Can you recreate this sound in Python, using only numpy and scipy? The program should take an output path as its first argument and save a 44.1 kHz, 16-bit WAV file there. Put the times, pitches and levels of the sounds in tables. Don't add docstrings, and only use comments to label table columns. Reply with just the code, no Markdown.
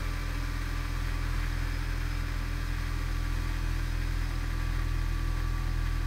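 import sys
import numpy as np
from scipy import signal
from scipy.fft import rfft, irfft, next_fast_len
from scipy.io import wavfile

SR = 44100
rng = np.random.default_rng(int(sys.argv[2]) if len(sys.argv) > 2 else 0)


def persist_wave(psi):
    counts = np.round(np.clip(psi, -1, 1) * 32767).astype(np.int16)
    wavfile.write(sys.argv[1], SR, np.atleast_2d(counts).T)


N = 267246
TIME = np.arange(N) / SR

# centre_hz, width_hz, lift_db
BAY_RESONANCES = [(1610, 50, 4.5), (2713, 24, 10), (3230, 126, 6), (4360, 130, 3), (4580, 100, 5),
                  (4780, 71, 3), (12400, 440, 4.5)]


def from_db(db):
    return 10 ** (np.asarray(db) / 20)


def rms_one(x):
    return x / np.sqrt(np.mean(x ** 2) + 1e-20)


def in_time(rows):
    s, *columns = np.transpose(rows)
    return [np.interp(TIME, s, column) for column in columns]


def drift(rate_hz):
    step, settling = 40, 2000
    pole = np.exp(-2 * np.pi * step * abs(rate_hz) / SR)
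    noise = rng.standard_normal(N // step + settling + 2)
    slow = signal.lfilter([1], [1, -2 * pole, pole * pole], noise)[settling:]
    return np.interp(np.arange(N) / step, np.arange(len(slow)), rms_one(slow))


def coloured(x, spectrum, modes=()):
    size = next_fast_len(N)
    hz = np.maximum(np.arange(size // 2 + 1) * SR / size, 1)
    points = np.array(spectrum)
    db = np.interp(np.log(hz), np.log(points[:, 0]), points[:, 1])
    for centre_hz, width_hz, lift_db in modes:
        db = db + lift_db / (1 + (2 * (hz - centre_hz) / width_hz) ** 2)
    return rms_one(irfft(rfft(x, size) * from_db(db), size)[:N])


def tone(cycles):
    return np.sqrt(2) * np.cos(2 * np.pi * cycles)


def orders(firings, rows, waver_db, slip, hunting):
    out = 0
    for order, first_db, last_db in rows:
        db = np.linspace(first_db, last_db, N) + waver_db * drift(5.5)
        jittered = firings + hunting * drift(8.4)
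        cycles = order * jittered + rng.random() + slip * drift(2.2)
        out = out + from_db(db) * tone(cycles)
    return out


def strike_train(firings, count, pattern_db, chance_db, scatter_s):
    per_cycle = 4 * count
    cycles = np.arange(int(firings[-1] / 4) + 1)[:, None]
    places = (np.arange(per_cycle) + rng.random(per_cycle)) / per_cycle
    angles = 4 * (cycles + places)
    when = np.interp(angles, firings, TIME, left=-1, right=-1)
    when = when + scatter_s * rng.standard_normal(angles.shape)
    pattern = pattern_db * rng.standard_normal(per_cycle)
    sizes = from_db(pattern + chance_db * rng.standard_normal(angles.shape))
    sizes = sizes * rng.choice([-1, 1], per_cycle)
    heard = (when >= 0) & (when < TIME[-1])
    return np.bincount((when[heard] * SR).astype(int), sizes[heard], N)


def thump(firings, sag, reach):
    # multiple_of_firing_rate, relative_db
    pulse_harmonics = [(1, 0), (2, -6.5), (3, -10)]
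    idle_db, sag_db, swing_db = -32, 5, 1.0
    uneven_db, uneven_firings = 0.42, .004
    angle = firings + uneven_firings * drift(16)
    pulse = sum(from_db(db) * tone(round(order) * angle) for order, db in pulse_harmonics)
    return pulse * from_db(uneven_db * drift(13) + idle_db + sag_db * sag + swing_db * reach)


def panels(firings, speed, flutter_db=0.5):
    # multiple_of_firing_rate, resonance_hz, width_hz, level_on_resonance_db
    panel_resonances = [(7, 291.8, 6.9, -50), (8, 330.8, 2.8, -52.0)]
    buzz = 0
    for order, hz, width_hz, db in panel_resonances:
        detuning = 2 * (round(order) * speed - hz) / width_hz
        response = from_db(db) / (1 + .5 * detuning ** 2)
        buzz = buzz + response * tone(round(order) * (firings - .5))
    return buzz * from_db(flutter_db * drift(5.4))


def body_shell(firings):
    # multiple_of_firing_rate (before rounding to quarters), first_db, last_db
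    shell_orders = [(4, -61, -73), (4.5, -69, -75), (4.75, -62, -60), (5, -61.5, -57.5), (5.25, -64.5, -67),
                    (7.5, -65, -77), (9.5, -60.5, -67.5), (10, -64.5, -70), (12, -62, -66),
                    (12.5, -68, -65.5), (14, -61, -74), (18.25, -74, -62), (21.85, -63.5, -65.5)]
    locked = [(np.round(4 * order) / 4, first_db, last_db) for order, first_db, last_db in shell_orders]
    return orders(firings, locked, waver_db=2.0, slip=0.035, hunting=0.002)


def shield(firings, reach, swing_db=2):
    # time_s, level_db
    shield_level = [(0, -50.5), (0.7, -54), (1.5, -53.5), (2.1, -53), (3, -53), (4, -57), (5, -75),
                    (6.06, -64)]
    # centre_hz, width_hz, relative_db
    sheet_modes = [(1316, 43, -4), (1470, 150, 1.5), (2328, 95, -0.5)]
    out = 0
    for hz, width_hz, db in sheet_modes:
        chatter = strike_train(firings, count=6, pattern_db=2.0, chance_db=-2.5, scatter_s=.0004)
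        ringing = signal.lfilter(*signal.iirpeak(hz, hz / width_hz, fs=SR), chatter + 1e-18)
        out = out + from_db(db) * rms_one(ringing)
    return from_db(in_time(shield_level)[0] + swing_db * reach) * rms_one(out)


def valve_gear(firings, ring_t60_s=.1, rub_db=-2.0, surge_db=0.5, pulsing=0.042):
    # frequency_hz, relative_db
    clatter_colour = [(300, -10.5), (500, -11), (700, -10.5), (900, -7), (1150, -3.5), (1400, -4),
                      (1600, -4), (1800, -2.5), (2020, -2.5), (2220, -6.5), (2400, -8.5), (2700, -13.5),
                      (4500, -19), (7000, -30)]
    age_s = TIME[:SR // 4]
    ticks = 0
    for part in range(4):
        train = strike_train(firings, count=2, pattern_db=1.5, chance_db=3.0, scatter_s=.0002)
        ringing = rng.standard_normal(len(age_s)) * from_db(-60 * age_s / ring_t60_s)
        ticks = ticks + signal.fftconvolve(train, ringing)[:N]
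    noise = rms_one(ticks) + from_db(rub_db) * rng.standard_normal(N)
    strokes = 1 + pulsing * tone(2 * firings)
    return coloured(noise * strokes, clatter_colour, BAY_RESONANCES) * from_db(surge_db * drift(9.1))


def air(firings, pulsing=0.017, flicker_db=0.48):
    # frequency_hz, relative_db
    hiss_colour = [(1500, -20), (2900, -10.5), (3900, 1), (4950, -5.5), (5500, -3.5), (6450, -4),
                   (6850, -8), (7550, -10.5), (8100, -7.5), (9800, -11), (10450, -19), (11000, -14),
                   (13500, -14.5), (16000, -16)]
    strokes = 1 + pulsing * tone(firings)
    flow = rng.standard_normal(N) * strokes * from_db(flicker_db * drift(28))
    return coloured(flow, hiss_colour, BAY_RESONANCES)


def whines(firings, sag, reach):
    # multiple_of_firing_rate, level_db, # sag_db (per
    # firing/s lost), swing_db (at full reach), jerk_cycles, wander_cycles, wander_rate_hz, # flutter_db,
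    # flutter_rate_hz
    whine_parts = [(27.97, -52.5, 2.5, -12.5, 0.036, 0.074, 20, 2.5, 26),
                   (38.06, -64.5, -6, 10, 0.027, 0.05, 7, 2.5, 14),
                   (122, -62.0, -5.5, 4.5, 0.098, 0.16, 8.5, 3.5, 44)]
    out, jerk = 0, np.sin(2 * np.pi * firings)
    for order, db, sag_db, swing_db, ripple, wander, wander_hz, flutter_db, flutter_hz in whine_parts:
        cycles = order * firings + ripple * jerk + wander * drift(wander_hz)
        song = tone(cycles) * from_db(flutter_db * drift(flutter_hz))
        out = out + from_db(db + sag_db * sag + swing_db * reach) * rms_one(song)
    return out


def belt(firings):
    # multiple_of_firing_rate, first_db, last_db
    pulley_orders = [(3.29, -55, -59), (6.603, -56.5, -62), (24.35, -62, -66), (36.66, -58, -73),
                     (38.97, -63, -61.5), (39.6, -67, -68), (42.1, -59, -63.5), (55.3, -56.5, -79),
                     (60.63, -62.5, -63.5)]
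    return orders(firings, pulley_orders, waver_db=3.0, slip=0.1, hunting=0.0028)


def rumble(level_db=-47.0):
    # frequency_hz, relative_db
    rumble_colour = [(12, -22), (30, 6), (55, -1), (90, -1.5), (135, -6.5), (175, -10), (205, -5.5),
                     (240, -11.5), (290, -9), (350, -9), (440, -19.5), (700, -21), (1100, -50)]
    return from_db(level_db) * coloured(rng.standard_normal(N), rumble_colour)


def swing():
    # centre_s, half_length_s, reach (0 to 1)
    dash_swings = [(1.85, 0.49, 0.83), (4.03, 0.29, 0.8)]
    return sum(reach * np.exp(-((TIME - s) / half_s) ** 2) for s, half_s, reach in dash_swings)


def scene():
    # time_s, firings_per_s
    idle_speed = [(0.0, 41.75), (0.7, 41.91), (1.1, 41.58), (1.55, 41.6), (1.85, 41.84), (2.35, 41.75),
                  (2.9, 41.73), (3.2, 41.51), (3.85, 41.48), (4.4, 41.61), (4.8, 41.26), (5.45, 41.34),
                  (6.06, 41.24)]
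    # time_s, valve_clatter_db, air_hiss_db
    bay_levels = [(0, -45.5, -51.6), (1.4, -44, -52), (2.2, -46, -53), (3.6, -45.5, -52), (4.9, -46, -53.5),
                  (6.06, -46.5, -54)]
    start_firings, nominal_idle = .166, 41.6
    speed, = in_time(idle_speed)
    firings = start_firings + np.cumsum(speed) / SR
    sag = nominal_idle - speed
    reach = swing()
    clatter_db, hiss_db = in_time(bay_levels)
    body = thump(firings, sag, reach) + panels(firings, speed) + body_shell(firings)
    bay = from_db(clatter_db) * valve_gear(firings) + from_db(hiss_db) * air(firings)
    belt_drive = whines(firings, sag, reach) + belt(firings)
    return (body + shield(firings, reach) + bay + belt_drive + rumble())[None]


def record(dry):
    cutoff_hz = 15750
    low_pass = signal.firwin(801, cutoff_hz, fs=SR, window="blackmanharris")
    return signal.fftconvolve(dry, low_pass[None], "same", axes=1)


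dry = scene()
out = record(dry)
persist_wave(out)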